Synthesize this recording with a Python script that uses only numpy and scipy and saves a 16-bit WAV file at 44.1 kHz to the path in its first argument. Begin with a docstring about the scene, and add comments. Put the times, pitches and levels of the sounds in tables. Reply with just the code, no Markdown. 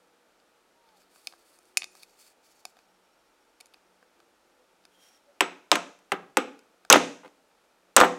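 """Hammer and punch at the workbench

A small workshop, the microphone close to a steel block on the bench. A plier jaw ticks and scrapes over
the block while a steel punch is set, then a hammer drives the punch into the jaw. Each blow cracks, rings
hammer and punch and makes the block hop on the boards. The room answers for half a second over a quiet
noise floor with a throbbing hum and a few faint tones."""
import sys
import numpy as np
from scipy import signal
from scipy.fft import rfft, irfft
from scipy.io import wavfile
from scipy.ndimage import uniform_filter1d

SR = 44100
rng = np.random.default_rng(int(sys.argv[2]) if len(sys.argv) > 2 else 0)


def generate_wav(sig):
    """Save sig (samples, or channels by samples) to the path in sys.argv[1] as 16-bit PCM at SR."""
    pcm = np.round(np.clip(np.atleast_2d(sig).T, -1, 1) * 32767).astype(np.int16)
    wavfile.write(sys.argv[1], SR, pcm)


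N = 360738
T = np.arange(N) / SR

# Blows and rebounds, steel on steel. Each row: start in seconds, crack level in dB, brightest pitch in Hz,
# treble tilt in dB per octave, then the levels in dB of chatter, tool ring and the knock of the block.
BLOWS = [(5.407, -2.5, 2650, -2.5, -7, -39.5, -7), (5.716, 1, 4500, 3, -14, -37, -3.5),
         (5.755, -11.5, 2640, -7, -2.5, -57, -14), (6.1191, -12, 2763, -5, -9, -68, -10.5),
         (6.37, -6, 2800, -1, 3.5, -45.5, -5.5), (6.9004, 7.5, 6360, 4.5, -6, -34.5, -1.5),
         (6.9262, 5, 2728, 3, -7, -43.5, -5.5), (7.9646, 3.5, 7800, 4.5, -0.5, -32, -2),
         (7.98, -16.5, 6070, -4, -12.5, -56, -7), (8.0013, -12, 8000, 2, -1, -34.5, -2)]
# Modes of the plier jaw. Each row: frequency in Hz, level in dB, t60 in seconds.
JAW_MODES = [(370, -26, 0.01), (738.4, -14.5, .025), (1213, -11.5, 0.013), (1560, -13.5, 0.015),
             (2270, -9, .018), (2516, -4, 0.016), (3660, -7, 0.013), (4500, 2.5, 0.0074), (4960, -9, .02),
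             (5400, -12, 0.014), (6100, -5, 0.0059), (7026, -6.5, .012), (8500, -3, 0.0052),
             (9800, -13, .008), (10630, -8, .012), (11620, -14, 0.0048), (14100, -14, .006)]


def hammer_blows():
    """Steel cracks and chatters, hammer and punch ring on. Returns the close sound and the room's feed."""
    # Spectra of the crack and of the thinner, brighter chatter. Each row: frequency in Hz, level in dB.
    crack_spectrum = [(710, -16), (1200, -4.5), (1850, 0.5), (2560, 5.5), (3140, 3.5), (3690, 4),
                      (4530, -4.5), (6400, 1.5), (7050, -2), (10400, -11.5), (15800, -28)]
    chatter_spectrum = [(1180, -34), (2000, -3.5), (2850, -5), (4920, -10.5), (7770, -6), (11100, -14),
                        (13100, -9.5), (14100, -24), (15300, -17), (15800, -28.5)]
    # Modes of hammer and punch. Each row: frequency in Hz, level in dB, t60 in seconds.
    tool_modes = [(6550, -11, .09), (7045, -9, .15), (7930, 0, .23), (3450, -7, .1), (2750, 11, .03),
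                  (11600, -22, .1)]
    near, to_walls = np.zeros(N), np.zeros(N)
    size, chatter_s = 2048, 0.0055
    chatter_fade = np.exp(-(T[:size] / chatter_s) ** 4)
    for start, db, bright_hz, treble_db, chatter_db, ring_db, _ in BLOWS:
        crack = noise(crack_spectrum, size, treble_db) * fade(size, t60=0.011)
        crack += resonate(crack, [(bright_hz, 0.21 * bright_hz, 10)])
        crack += undb(chatter_db) * noise(chatter_spectrum, size, treble_db / 2) * chatter_fade
        crack = undb(db) * crack / np.abs(crack).max()
        add(near, start, crack)
        add(near, start, undb(ring_db) * ring(tool_modes, SR // 2, scatter_db=1))
        # the walls get the blow from all sides: the same energy, but an even colour
        click = colour(signal.unit_impulse(256, "mid"), crack_spectrum, treble_db - 8.5)
        add(to_walls, start, click * np.linalg.norm(crack) / np.linalg.norm(click))
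    return near, to_walls


def block_knocks():
    """The block meets the bench with a dull knock; the boards ring and what lies on them rattles."""
    # The block rocks and lands again. Each row: middle of the contact in seconds, level in dB,
    # pitch in Hz, ring of the boards in dB.
    landings = [(5.4144, -20, 786, -22.5), (5.7219, -16, 847, -20), (5.7265, -7.5, 889, -8),
                (6.1261, -12, 690, -25), (6.418, -34, 500, -32), (6.907, -7, 1340, -2),
                (6.9106, -5, 1133, -7), (6.918, -19, 905, -5.5), (6.9345, -2, 787, 0.5),
                (6.9441, 2, 1323, -9.5), (6.957, -10, 830, 4), (7.2344, -41, 980, -35),
                (7.2469, -45, 944, -29.5), (7.257, -42, 1200, -31.5), (7.9732, 2, 1340, -1),
                (7.992, -6, 895, -5), (8.0131, 7, 1330, 2.5), (8.0223, 0, 1000, -16),
                (8.0355, -0.5, 930, -2.5), (8.044, -17, 700, -2.5)]
    # Modes of the bench boards. 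Each row: frequency in Hz, level in dB, t60 in seconds.
    board_modes = [(178, -36, 0.13), (283.3, -26.5, 0.063), (392, -29, .04), (462, -22.5, 0.051),
                   (495, -22, 0.11), (560, -24, 0.06), (712.6, -25, .04), (860, -17, .045),
                   (989, -20.5, .04), (1200, -21, 0.028), (1240, -24, 0.046), (1424, -21.5, 0.047),
                   (1700, -26.5, .03)]
    rattle_spectrum = [(200, -25), (500, -2.5), (1000, -2), (1700, -5.5), (3000, -11.5), (6000, -33)]
    lag_s, knock_hz, boards_over_knock_db = .002, 1190, 3  # each blow drives the block down
    driven = [(start + lag_s, db, knock_hz, db + boards_over_knock_db) for start, *_, db in BLOWS]
    out, size = np.zeros(N), 4096
    t = np.arange(-128, 128) / SR
    rise = np.clip(T[:size] / 0.0013, 0, 1)  # the boards take up the push over the contact
    for time, db, hz, boards_db in driven + landings:
        contact = np.sin(2 * np.pi * hz * t) * np.exp(-(t * hz / 0.6) ** 2)
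        add(out, time + t[0], undb(db) * contact)
        rattle = noise(rattle_spectrum, size) * fade(size, t60=0.055)
        boards = ring(board_modes, size, scatter_db=3)
        add(out, time, undb(boards_db) * rise * (boards + undb(-15) * rattle))
    return out


def tool_ticks():
    """Punch and pliers touch the block: a click and the jaw's ring, coloured by where the touch falls."""
    # Each row: start in seconds, level in dB, treble gain in dB, bass gain in dB.
    touches = [(0.4, -54, -10, -7), (0.889, -53, -23, 4), (1.018, -52, -4, 11), (1.1594, -44, -1, 17.5),
               (1.2712, -20, -7, -5), (1.3243, -40.5, -19, 13), (1.3364, -41.5, -6, 23),
               (1.588, -44, 11, 10), (1.654, -51, 11, -11), (1.7717, -1.5, 5.5, -6),
               (1.7772, -13.5, 11.5, -9), (1.82, -23, -28, -3.5), (1.832, -30, -18, 5),
               (1.842, -21, -5, -2), (1.9519, -37, 9, 12), (2.032, -32.5, 0, -4), (2.6526, -23.5, 4, 4.5),
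               (2.7685, -47, -7, 18), (2.789, -46.5, -12, 9), (3.6032, -41, -4.5, 1),
               (3.6068, -36.5, 1, -7.5), (3.6094, -34.5, 0, -3), (3.6577, -42, 10, -6),
               (3.6677, -52, 6, -4), (3.738, -44, -7, -4), (3.7423, -38.5, -13.5, 4),
               (4.0274, -46.5, -7, 22), (4.202, -44, -9, 15.5), (4.499, -55, 0, 16), (4.84, -54, -20, 3),
               (4.852, -39.5, -5.5, 8), (5.989, -51.5, 3.5, 2), (6.5914, -46, 5.5, 9),
               (6.8497, -38.5, -7.5, 13), (7.278, -43, -9, 16)]
    out, size = np.zeros(N), 2048
    rise = np.clip(T[:size] / .0006, 0, 1)
    for start, db, treble_db, bass_db in touches:
        modes = [(hz, mode_db + treble_db * (hz > 5000) + bass_db * (hz < 2000), t60)
                 for hz, mode_db, t60 in JAW_MODES]
        click_spectrum = [(800, -30.5), (3000, -1), (9000, treble_db), (16000, treble_db - 7)]
        click = noise(click_spectrum, size) * fade(size, t60=0.0082)
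        tick = rise * (ring(modes, size, scatter_db=2) + click)
        add(out, start, undb(db) * tick / np.abs(tick).max())
    return out


def scrape(strokes, resonances, ring_db, treble_db, jerk_db, hump_db, hump_width_share):
    """Steel crossing scratches makes dense, uneven micro-impacts that ring the sliding part."""
    scratches = undb(1.5 * held(rng.exponential, 64).clip(0, 4))
    jerks = undb(jerk_db * uniform_filter1d(held(rng.standard_normal, 900), 600))  # the hand's uneven push
    grit = scratches * jerks * noise([(500, -33.5), (1500, -2), (3000, -2), (16000, -0.5)], N, treble_db)
    friction = grit + undb(ring_db) * resonate(grit, resonances)
    friction /= np.std(friction)
    out = np.zeros(N)
    for start, length, db, bright_hz in strokes:
        envelope = swell(length, rise=0.23, fall=0.442)
        rub = friction[int(start * SR):][:len(envelope)]
        hump = resonate(rub, [(bright_hz, hump_width_share * bright_hz, hump_db)])
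        add(out, start, undb(db) * envelope * (rub + hump))
    return out


def jaw_slide():
    """The jaw is pushed over the scarred block in short strokes, which ring its middle modes."""
    # Each row: start in seconds, length in seconds, level in dB, brightest pitch in Hz.
    strokes = [(.8, 0.4, -76, 4000), (.96, 0.079, -72, 7000), (1.08, 0.34, -63.5, 9000),
               (1.375, 0.07, -67, 8000), (1.43, 0.19, -67, 9000), (1.58, 0.21, -73, 9000),
               (1.775, 0.068, -77, 8000), (1.89, 0.18, -64, 8140), (1.99, 0.069, -63, 4600),
               (2.04, 0.18, -68, 7000), (2.165, 0.19, -60, 8100), (2.4, 0.28, -68.5, 6600),
               (2.65, 0.078, -66.5, 7500), (2.74, 0.14, -76.5, 4500)]
    resonances = [(hz, np.log(1000) / np.pi / t60, db) for hz, db, t60 in JAW_MODES if 2000 < hz < 6000]
    return scrape(strokes, resonances, ring_db=5.5, treble_db=0.1, jerk_db=2.4,
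                  hump_db=0.5, hump_width_share=0.302)


def punch_drag():
    """The tip of the punch drags into place with a thin, ringing scrape."""
    # Each row: start in seconds, length in seconds, level in dB, brightest pitch in Hz.
    strokes = [(4.88, .25, -70, 3200), (4.98, 0.26, -67, 5610)]
    # Resonances of the tip. Each row: frequency in Hz, width in Hz, gain in dB.
    resonances = [(3200, 90, 4), (3960, 60, -6), (5620, 200, 0), (6760, 100, -6), (8610, 160, -3),
                  (9700, 370, -8)]
    return scrape(strokes, resonances, ring_db=4, treble_db=-3, jerk_db=1.6,
                  hump_db=5.5, hump_width_share=.06)


def workshop_reverb(sound):
    """Reflections build up over some milliseconds and die away, the highest band first."""
    # Each row: band centre in Hz, t60 in seconds, level in dB.
    bands = [(142, 0.59, -55), (248, .42, -47), (700, 0.41, -55), (1900, 0.41, -54.5), (4000, .37, -52.5),
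             (7000, 0.48, -47.5), (12000, .2, -48)]
    size = SR * 2 // 3
    tail = np.zeros(size)
    for hz, t60, db in bands:
        band = noise([(hz / 4, -30), (hz / 1.5, -3), (hz, 0), (hz * 1.5, -3), (hz * 4, -30)], size)
        tail += undb(db) * band * fade(size, t60)
    tail *= 1 + undb(7) * fade(size, t60=0.12)  # bench and near wall answer first
    tail *= np.clip((T[:size] - .002) / 0.0081, 0, 1)
    return signal.fftconvolve(sound, tail)[:N]


def room_tone():
    """Steady distant noise that has lost its top, and a hum that swells about once a second."""
    # Spectrum of the noise floor. Each row: frequency in Hz, level in dB.
    floor_spectrum = [(65, -47), (110, -21.5), (338, -6.5), (425, -8.5), (472, -5), (745, -9), (899, -6.5),
                      (997, -13.5), (1360, -9), (1610, -14), (2200, -17.5), (2340, -15.5), (2760, -18),
                      (10000, -26.5), (15800, -24.5)]
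    floor = colour(undb(-65.5) * noise(floor_spectrum, N), [(20, 0), (9500, 0), (16000, -6)])
    hum_hz, throb_hz, throb_peak_s = 183.5, 1.013, .98
    throb = (.5 + .5 * np.cos(2 * np.pi * throb_hz * (T - throb_peak_s))) ** 4
    return floor + np.sqrt(2) * undb(-79) * throb * np.sin(2 * np.pi * hum_hz * T)


def distant_tones():
    """Short, faint, low tones swell and fade further off."""
    # Each row: middle in seconds, pitch in Hz, level in dB, length in seconds.
    tones = [(0.154, 485, -73.5, 0.31), (1.107, 284, -76, 0.16), (1.325, 343, -71, 0.16),
             (1.823, 367, -68, 0.35), (4.042, 501, -68.5, 0.068), (4.234, 346.3, -73, 0.18),
             (4.511, 348, -73.5, 0.2), (4.606, 499, -70.5, 0.094), (5.296, 572, -60, 0.047)]
    out = np.zeros(N)
    for middle, hz, db, length in tones:
        envelope = np.exp(-(2 * (T - middle) / length) ** 2)
        out += np.sqrt(2) * undb(db) * envelope * np.sin(2 * np.pi * hz * T)
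    return out


def chirping():
    """A faint high tone pulses at an unsteady rate."""
    # Each row: time in seconds, level in dB.
    levels = [(2.75, -100), (2.82, -77), (3.6, -81.5), (4.7, -87), (6.8, -88.5), (7.0, -100)]
    times, db = np.transpose(levels)
    envelope = undb(np.interp(T, times, db, left=-150, right=-150))
    pitch_hz, mean_rate_hz = 5561, 13
    rate_hz = mean_rate_hz * (1 + .25 * held(rng.standard_normal, 4096))
    gate = np.clip(2 * np.sin(2 * np.pi * np.cumsum(rate_hz) / SR) + .5, 0, 1)
    return envelope * gate * np.sin(2 * np.pi * pitch_hz * T)


def whine():
    """One faint, brief whine nearly holds its pitch, then sags."""
    start_s, top_s, top_hz, sag_hz_per_s2 = 0.725, .79, 940, 4100
    envelope = swell(.29, rise=.2, fall=0.18)
    hz = top_hz - sag_hz_per_s2 * (start_s + T[:len(envelope)] - top_s) ** 2
    out = np.zeros(N)
    add(out, start_s, np.sqrt(2) * undb(-70) * envelope * np.sin(2 * np.pi * np.cumsum(hz) / SR))
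    return out


def ring(modes, size, scatter_db):
    """Modes (Hz, dB, t60 s) struck once; place and angle of the blow change each one's share."""
    out = np.zeros(size)
    for hz, db, t60 in modes:
        share, sign, detune = rng.standard_normal(3)
        partial = np.sin(2 * np.pi * hz * (1 + .002 * detune) * T[:size])
        out += np.sign(sign) * undb(db + scatter_db * share) * partial * fade(size, t60)
    return out


def resonate(x, resonances):
    """Passes x through parallel resonances (Hz, width in Hz, dB at the centre)."""
    return sum(undb(db) * signal.lfilter(*signal.iirpeak(hz, hz / width, SR), x)
               for hz, width, db in resonances)


def colour(x, spectrum, tilt_db=0.):
    """Filters x by (Hz, dB) points, tilted by tilt_db an octave about 3 kHz."""
    hz = np.maximum(np.arange(len(x) // 2 + 1) * SR / len(x), 1)
    point_hz, point_db = np.transpose(spectrum)
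    db = np.interp(np.log(hz), np.log(point_hz), point_db, left=-80)
    octaves = np.log2(np.maximum(hz, 500) / 3000)
    return irfft(rfft(x) * undb(db + tilt_db * octaves), len(x))


def noise(spectrum, size, tilt_db=0.):
    """Coloured noise of rms 1."""
    x = colour(rng.standard_normal(size), spectrum, tilt_db)
    return x / np.std(x)


def held(draw, step):
    """Random values through the scene, each held for step samples."""
    return draw(size=N // step + 1).repeat(step)[:N]


def swell(length_s, rise, fall):
    """Envelope that rises, holds and falls; rise and fall are shares of the length."""
    progress = np.linspace(0, 1, int(length_s * SR))
    ramp = np.clip(np.minimum(progress / rise, (1 - progress) / fall), 0, 1)
    return np.sin(np.pi / 2 * ramp) ** 2


def fade(size, t60):
    """Falls 60 dB in t60 seconds."""
    return np.exp(-np.log(1000) * T[:size] / t60)


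def undb(db):
    return 10 ** (np.asarray(db) / 20)


def add(out, start_s, x):
    i = int(start_s * SR)
    out[i:i + len(x)] += x[:N - i]


def scene():
    """The bench close up, the workshop's answer and the faint background, in mono."""
    blows, blows_to_walls = hammer_blows()
    knocks = block_knocks()
    handling = tool_ticks() + jaw_slide() + punch_drag()
    reverb = workshop_reverb(blows_to_walls + undb(-2.5) * knocks + undb(-12) * handling)
    background = room_tone() + distant_tones() + chirping() + whine()
    return (blows + knocks + handling + reverb + background)[None]


def record(dry):
    """The microphone drops the deep bass and softens the top; the loudest peaks clip, the top is cut."""
    bass_hz, soften_hz, top_hz = 140, 13500, 15900
    x = signal.sosfilt(signal.butter(4, bass_hz, "high", fs=SR, output="sos"), dry)
    x = signal.sosfilt(signal.butter(2, soften_hz, fs=SR, output="sos"), x)
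    rumble = undb(-89) * noise([(25, 5), (150, -9), (400, -43.5)], N)  # from the electronics
    clipped = np.clip(x + rumble, -1, 1)
    return signal.sosfilt(signal.ellip(8, .2, 60, top_hz, fs=SR, output="sos"), clipped)


dry = scene()
out = record(dry)
generate_wav(out)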